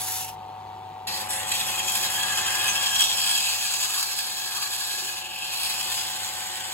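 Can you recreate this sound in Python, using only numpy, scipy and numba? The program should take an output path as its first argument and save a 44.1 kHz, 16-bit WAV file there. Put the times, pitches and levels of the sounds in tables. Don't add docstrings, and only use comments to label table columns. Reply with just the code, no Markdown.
import sys
import numpy as np
from scipy import signal
from scipy.fft import rfft, irfft
from scipy.io import wavfile
from numba import njit

SR = 44100
rng = np.random.default_rng(int(sys.argv[2]) if len(sys.argv) > 2 else 0)


def persist_wave(psi):
    counts = np.round(np.clip(psi, -1, 1) * 32767).astype(np.int16)
    wavfile.write(sys.argv[1], SR, np.atleast_2d(counts).T)


N = 296793
TIME, BINS = np.arange(N) / SR, np.fft.rfftfreq(N, 1 / SR)

MAINS_HZ, SPINDLE_HZ = 50., 11.1
MOVE_S = 1.069
TOP_HZ = 15750
ATTACK_S, RELEASE_DB_PER_S, LET_GO_S = 0.017, 176, 0.15


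def undb(db):
    return 10 ** (np.asarray(db) / 20)


def unit(x):
    return x / np.sqrt(np.mean(x ** 2))


def curves(table):
    s, *columns = np.transpose(table)
    return [np.interp(TIME, s, column) for column in columns]


def colour(points):
    hz, db = np.transpose(points)
    return undb(np.interp(np.log(BINS + 1), np.log(hz), db))


def resonances(modes):
    f = BINS + 1
    total = 0
    for k, (hz, width_hz, db) in enumerate(modes):
        total = total + (-1) ** k * undb(db) / (1 + 1j * (f * f - hz * hz) / (f * width_hz))
    return total


def through(x, response):
    return unit(irfft(rfft(x) * response, N))


def walk(rate_hz):
    return through(rng.standard_normal(N), np.exp(-(BINS / rate_hz) ** 2))


def bump(s, length_s):
    return np.exp(-(2 * (TIME - s) / length_s) ** 2)


def moved():
    return np.clip((TIME - MOVE_S) / .003, 0, 1)


@njit
def gliding_band(x, hz, width):
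    y, band, low = np.empty(len(x)), 0., 0.
    for i in range(len(x)):
        g, damping = np.tan(np.pi * hz[i] / SR), width / hz[i]
        v = (band + g * (x[i] - low)) / (1 + g * (g + damping))
        band, low, y[i] = 2 * v - band, low + 2 * g * v, damping * v
    return y


def wood_grain(count=14):
    turns = SPINDLE_HZ * TIME
    grain = 0
    for k in range(1, count + 1):
        phase = 2 * np.pi * (k * turns + rng.random()) + .7 * walk(1)
        grain = grain + max(k, 4) ** -.5 * np.sin(phase)
    return unit(grain)


def snags(rate_hz=200.0, decay_s=0.0099, unevenness=1.6, yield_s=0.038, count=2400):
    chance = rng.random((count, 2))
    at_s = np.cumsum(.3 + 1.4 * chance[:, 0]) / rate_hz
    hits = np.bincount((at_s * SR).astype(int), chance[:, 1] ** unevenness, N)[:N]
    dug = signal.lfilter([1], [1, -np.exp(-1 / (decay_s * SR))], hits - hits.mean())
    return unit(signal.lfilter([1, -1], [1, -np.exp(-1 / (yield_s * SR))], dug))


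def contact(grain_db=1.0, snag_db=1.24):
    # centre_s, length_s, swell_db
    catches = [(0.124, 0.11, 2), (0.248, 0.0048, 10), (0.291, 0.026, 8.5), (1.348, 0.031, 1),
               (1.432, 0.0038, 9), (1.52, 0.007, 10), (1.552, 0.012, 4), (1.59, 0.013, 1),
               (1.954, 0.013, 5), (2.04, 0.012, 4.5), (2.686, 0.028, 2), (2.76, 0.014, 3.5),
               (2.868, 0.049, 2), (2.961, 0.018, 4), (2.995, 0.017, 5.5), (3.009, 0.0071, 8),
               (3.024, 0.0079, 4), (3.041, 0.015, 3), (3.383, 0.0098, 0), (3.738, 0.023, 1.5),
               (3.838, 0.035, 3.5), (4.03, 0.022, 0), (4.189, 0.02, 4), (5.58, 0.012, 1),
               (6.682, 0.0086, 4.5)]
    catch_db = sum(db * bump(s, length_s) for s, length_s, db in catches)
    return undb(grain_db * wood_grain() + snag_db * snags() + catch_db)


def grit(force, spread_db=1.87):
    return force * rng.standard_normal(N) * undb(spread_db * walk(2100))


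def touch(start_s, length_s, db):
    lifting_s = np.maximum(TIME - start_s - length_s, 0)
    contact_share = np.clip(np.minimum(TIME - start_s, LET_GO_S - lifting_s) / ATTACK_S, 0, 1)
    return contact_share * undb(db - RELEASE_DB_PER_S * lifting_s)


def crumple(x, depth_db, count=18):
    place = np.interp(BINS, [1200, 14000], [0, count - 1])
    spectrum = rfft(x)
    total = 0
    for k in range(count):
        band = irfft(spectrum * np.clip(1 - abs(place - k), 0, 1), N)
        total = total + band * undb(depth_db * walk(8))
    return unit(total)


def ringing(force, hz, width_hz):
    once = gliding_band(grit(force), hz, 2. * width_hz)
    return unit(gliding_band(once, hz, 2. * width_hz))


def sanding_outside(force, until_s=0.21, level_db=-30.5):
    # frequency_hz, relative_level_db
    hiss_outside = [(500, -26), (1300, -12), (2000, -13.5), (3200, -8.5), (4400, -9), (6000, -5.5),
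                    (7300, -6.5), (10000, -2.5), (12000, -4.5), (15000, -10.5)]
    level = touch(-ATTACK_S, until_s + ATTACK_S, level_db)
    return level * crumple(through(grit(force), colour(hiss_outside)), 0.97)


def steady_scrape(gain_db=1):
    # time_s, level_db (before gain_db)
    stroke = [(1.4, -55), (1.47, -36.5), (1.51, -33.5), (1.56, -28.5), (1.63, -32), (1.77, -31),
              (1.81, -35.5), (1.85, -28.5), (1.97, -29), (2.15, -30.5), (2.37, -30.5), (2.5, -30),
              (2.58, -30.5), (2.8, -30), (2.97, -29.5), (3.09, -29), (3.33, -27), (3.48, -29),
              (3.62, -30.5), (4.02, -29), (4.07, -31.5), (4.35, -33.5), (4.7, -32), (4.96, -31.7),
              (5.2, -36.5), (5.23, -41.5), (5.34, -40.5), (5.45, -36), (5.58, -31.5), (5.68, -29.5),
              (5.81, -32.5), (5.96, -30), (6.08, -34), (6.72, -39)]
    db, = curves(stroke)
    attack = np.clip((TIME - stroke[0][0]) / ATTACK_S + 1, 0, 1)
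    return attack * undb(db + gain_db)


def paper_inside(force, scrape):
    # frequency_hz, relative_level_db
    hiss_inside = [(300, -46), (1050, 2), (1350, -3), (1700, -2.5), (2000, -5.5), (2300, 0), (2800, -4),
                   (3600, 8), (4100, 9.5), (5000, 5), (6300, -2), (7300, 1), (8400, -12.5), (10000, 6.5),
                   (12000, 1), (15500, -3)]
    # frequency_hz, relative_level_db
    hiss_rim = [(300, -35), (1050, -7), (1350, -19), (1800, 2), (2700, 0), (3600, 7.5), (4500, 8.5),
                (5500, 4), (6300, -1), (7400, -5), (8600, -16), (10000, 13), (11500, 7.5), (15500, -3)]
    # start_s, length_s, level_db (before the hiss and resonance gains)
    rim_touches = [(1.021, 0.19, -34.5), (1.284, 0.12, -33.5)]
    # (re scrape, before gain_db)
    paper_ring = [(1.22, 7400, -2.5), (1.32, 8130, 2.5), (1.55, 7600, -1.5), (2.1, 7400, -2.5),
                  (2.45, 7770, -1.5), (3.2, 7870, -1.5), (3.45, 7530, -0.5), (4.2, 7770, -3.5),
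                  (5.1, 7400, -3), (5.7, 7900, -5), (6.1, 7760, -1.5), (6.7, 7800, 1)]
    # time_s, pitch_hz, level_db (likewise)
    gap_ring = [(1.15, 4470, 2), (1.4, 5030, -31), (2.7, 5000, -8), (3.05, 5300, -5.5), (3.3, 4930, -7.5),
                (3.8, 4720, -6.5), (4.3, 4420, -4.5), (5.0, 4300, -10), (5.3, 4500, -7), (5.65, 4620, -7),
                (6.2, 4600, -9)]
    hiss_db, gain_db = -1, -1
    on_rim = sum(touch(*row) for row in rim_touches)
    loose_db = np.interp(TIME, [1.9, 3], [2.4, 1.1])
    inside = crumple(through(grit(force), colour(hiss_inside)), loose_db)
    rim = crumple(through(grit(force), colour(hiss_rim)), loose_db)
    out = undb(hiss_db) * (scrape * inside + on_rim * rim)
    for table, width_hz, wander in ((paper_ring, 1340.0, 0.023), (gap_ring, 550.0, 0.038)):
        hz, db = curves(table)
        ring = ringing(force, hz * (1 + wander * walk(7.5)), width_hz)
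        out = out + np.hypot(scrape, on_rim) * undb(db + gain_db) * ring
    return out


def cup_wall(force, scrape, lower, upper):
    # pitch_hz (before wander and push), width_hz (before double filtering)
    wall_modes = [(2585, 150), (3255, 95)]
    wander, hz_per_db, usual_scrape_db = 0.006, 3, -28.5
    ring_grip = 1.67
    press_db = np.clip(20 * np.log10(scrape + 1e-9) - usual_scrape_db, -10, 10)
    wall = 0
    for gain, (hz, width_hz) in zip((lower, upper), wall_modes):
        pitch_hz = hz * (1 + wander * walk(7.2)) + hz_per_db * press_db
        wall = wall + gain * ringing(force ** ring_grip, pitch_hz, width_hz)
    return wall


def damped_body(force, depth):
    # pitch_hz, width_hz, relative_level_db
    rim_modes = [(1850, 330, 0), (2170, 160, -5), (2700, 200, -7), (3350, 380, -3)]
    # pitch_hz, width_hz, relative_level_db
    midway_modes = [(2520, 380, 0), (3150, 700, -.5)]
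    # pitch_hz, width_hz, relative_level_db
    deep_modes = [(1520, 130, 0), (2050, 450, -2), (3070, 450, 2), (4550, 1000, -2)]
    mouth_clear_depth, bottom_from_depth = 0.42, 0.61
    rim = np.clip(1 - depth / mouth_clear_depth, 0, 1)
    deep = np.clip((depth - bottom_from_depth) / (1 - bottom_from_depth), 0, 1)
    midway = np.clip(1 - rim - deep, 0, 1)
    push = colour([(300, -19), (1000, 8.5), (3500, 8.5), (7000, -20)])
    positions = ((rim, resonances(rim_modes)),
                 (midway, resonances(midway_modes) ** 2),
                 (deep, resonances(deep_modes)))
    return sum(np.sqrt(share) * through(grit(force), push * response) for share, response in positions)


def cup(force, scrape, depth):
    # time_s, lower_wall_db, upper_wall_db, hollow_db, hand_damped_db
    cup_ring = [(1.1, -41, -46, -62, -41), (1.26, -52, -47, -70, -56), (1.33, -56, -61, -59, -36),
                (1.46, -55, -42, -58, -43), (1.54, -40, -41, -59, -40.5), (1.7, -37.5, -38.5, -53, -40),
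                (1.95, -42, -33.5, -46, -45), (2.2, -47, -34.5, -40.5, -35.5),
                (2.47, -41, -36, -35.5, -34.5), (2.7, -35, -34.5, -38.5, -37.5),
                (3.0, -45, -28.5, -41, -39), (3.1, -43, -27.5, -49, -37), (3.27, -38, -32.5, -42, -36),
                (3.36, -38, -29, -42.5, -39), (3.48, -38.5, -41, -46.5, -35.5),
                (4.16, -47.5, -45, -48.5, -46.5), (4.4, -47.5, -44, -45, -48),
                (4.97, -46, -43.5, -44.5, -44), (5.26, -51, -58, -52, -40), (5.42, -45, -44, -51, -37.5),
                (5.72, -41, -42, -53, -40), (5.96, -57, -40, -58, -37.5), (6.37, -75, -51, -67, -40.5),
                (6.7, -54, -52, -65, -39)]
    lower, upper, hollow, damped = (undb(db) for db in curves(cup_ring))
    hollow_hz = 1654 * (1 + 0.006 * walk(13))
    air = hollow * ringing(force, hollow_hz, 55)
    return cup_wall(force, scrape, lower, upper) + air + damped * damped_body(force, depth)


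def sanding_inside(force):
    # time_s, depth (0 at the rim, 1 at the bottom)
    reach = [(1.42, 0.033), (1.75, 0.32), (2.5, 0.26), (3.0, 0.47), (4.4, 0.56), (5.45, 0.6), (5.85, 0.7),
             (6.25, .97), (6.7, 1)]
    depth, = curves(reach)
    scrape = steady_scrape()
    return moved() * (paper_inside(force, scrape) + cup(force, scrape, depth))


def rubs(force, swells, hz, width_hz):
    level = sum(undb(db) * bump(s, length_s) for s, length_s, db in swells)
    return level * through(grit(force), resonances([(hz, width_hz, 0)]) ** 2)


def paper_lift(force):
    # centre_s, length_s, level_db
    lift = [(0.228, 0.13, -46)]
    return rubs(force, lift, hz=2800, width_hz=450)


def paper_squeak(force):
    # centre_s, length_s, level_db
    squeaks = [(2.7, 0.039, -30)]
    return rubs(force, squeaks, hz=6300, width_hz=350)


def glove(force):
    # centre_s, length_s, level_db
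    glove_rubs = [(2.5, 1, -41), (3.955, 0.23, -41), (4.61, 0.27, -44)]
    return rubs(force, glove_rubs, hz=1130, width_hz=450)


def air_booms(force):
    # centre_s, length_s, level_db
    booms = [(4.2, 1.5, -61), (4.96, .07, -55), (5.055, .08, -50)]
    return rubs(force, booms, hz=375, width_hz=90)


def machine_swell():
    # time_s, whine_db
    swell = [(1.1, 5), (2.6, 5), (3.3, 1.5), (3.95, -2), (5.4, -1.5), (5.9, 1.4), (6.7, 0.5)]
    whine_db, = curves(swell)
    return whine_db, -3 + 1.26 * whine_db


def motor_tones(whine_db, hum_db, waver_rad=0.19, first_db=0.5, second_db=-3.0):
    # (levels before first_db, second_db and the swell)
    tones = [(4, -53.0, -54.0), (6, -66.0, -67.0), (8, -67.0, -58.5), (14, -70.0, -64.0),
             (21, -82.0, -61.0), (22, -71.0, -59.0), (26, -62.0, -63.0), (29, -61.0, -63.0),
             (30, -42.0, -43.0), (31, -57.0, -51.0), (33, -70.0, -58.0), (34, -54.5, -43.3),
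             (35, -48.5, -55.5), (36, -59.0, -70.0), (37, -50.0, -58.0), (38, -54.0, -55.0),
             (39, -63.0, -55.0), (42, -69.0, -53.5), (43, -68.0, -61.0), (46, -76.0, -59.0)]
    out, second, waver = 0, moved(), waver_rad * walk(2.8)
    for multiple, db_first, db_second in tones:
        hz = multiple * MAINS_HZ / 2
        swell_db = hum_db if hz < 300 else whine_db
        gain_first = (1 - second) * undb(db_first + first_db)
        gain_second = second * undb(db_second + second_db + swell_db)
        phase = 2 * np.pi * (hz * TIME + rng.random()) + waver
        out = out + np.sqrt(2) * (gain_first + gain_second) * np.sin(phase)
    return out


def rumble(hum_db, first_db=-48, second_db=-43.0, buzz=0.45):
    # frequency_hz, relative_level_db
    rumble_first = [(25, -26), (60, -4), (160, -4), (280, -9), (370, -3), (600, -7), (900, -2), (1150, -3),
                    (1500, -13.5), (2000, -16), (3200, -13.5), (4300, -18), (5200, -27.5), (9000, -28.5),
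                    (15000, -32)]
    # frequency_hz, relative_level_db
    rumble_second = [(25, -37), (45, -21), (70, -8.5), (150, -12), (230, -9.5), (290, -20), (360, -4),
                     (440, -16), (530, -9), (750, -10), (1050, -2), (1330, -10.5), (4000, -10.5),
                     (15000, -64)]
    bearings = rng.standard_normal(N) * (1 + buzz * np.sin(2 * np.pi * 2 * MAINS_HZ * TIME))
    first = undb(first_db) * through(bearings, colour(rumble_first))
    second = undb(second_db + 0.95 * hum_db) * through(bearings, colour(rumble_second))
    return (1 - moved()) * first + moved() * second


def workshop(x, t60_s=0.11, shifting_hz=10.2, count=4):
    # frequency_hz, level_db
    room_colour = [(60, -11), (300, -13), (800, -7), (1100, -2), (1330, -6), (1600, -2), (2200, -2),
                   (3300, -5), (4400, -2), (6200, -1.5), (7200, -9), (9200, -11), (12000, -6), (15000, -7)]
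    spectrum, out = rfft(x) * colour(room_colour), 0
    shares = np.array([walk(shifting_hz) for _ in range(count)])
    delay_s = TIME[:SR // 2]
    for share in shares / np.linalg.norm(shares, axis=0):
        decay = undb(-60 * delay_s / t60_s) * (delay_s > .002)
        tail = rng.standard_normal((2, SR // 2)) * decay
        tail /= np.sqrt(np.sum(tail ** 2, axis=1, keepdims=True))
        out = out + share * irfft(spectrum * rfft(tail, N), N)
    return out


def ports(x, phase):
    # frequency_hz, left_minus_right_db
    port_balance = [(300, 0), (800, 2.4), (1600, 3.5), (2500, 4.5), (3300, 0.5), (4500, 0), (15000, 0)]
    lead_rad = np.interp(BINS, *np.transpose(phase))
    shade = np.sqrt(colour(port_balance))
    return irfft(rfft(x) * np.array([shade, np.exp(-1j * lead_rad) / shade]), N)


def scene():
    # frequency_hz, left_lead_rad
    phase_first = [(0, 0), (450, 0), (750, .9), (1600, .7), (3300, 1.5), (4200, 1), (5500, 2.3), (6900, .6),
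                   (9200, -3.14), (16000, -12.6)]
    # frequency_hz, left_lead_rad
    phase_second = [(0, 0), (450, 0), (750, 1.25), (1100, 1.7), (1600, .2), (2000, 1.8), (2500, .3),
                    (3000, 1.7), (3400, 1.7), (3900, 3.2), (4400, 3.6), (5800, 3.2), (6500, 0), (7500, -.7),
                    (9200, -3.14), (13700, -9.42), (16000, -12.6)]
    force = contact()
    whine_db, hum_db = machine_swell()
    sanding = sanding_outside(force) + paper_lift(force) + sanding_inside(force) + paper_squeak(force)
    hand = glove(force) + air_booms(force)
    noises = sanding + hand + rumble(hum_db)
    near = noises + motor_tones(whine_db, hum_db)
    direct = (1 - moved()) * ports(near, phase_first) + moved() * ports(near, phase_second)
    return direct + workshop(noises)


def record(dry):
    return signal.sosfilt(signal.ellip(12, .1, 80, TOP_HZ, fs=SR, output="sos"), dry)


dry = scene()
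out = record(dry)
persist_wave(out)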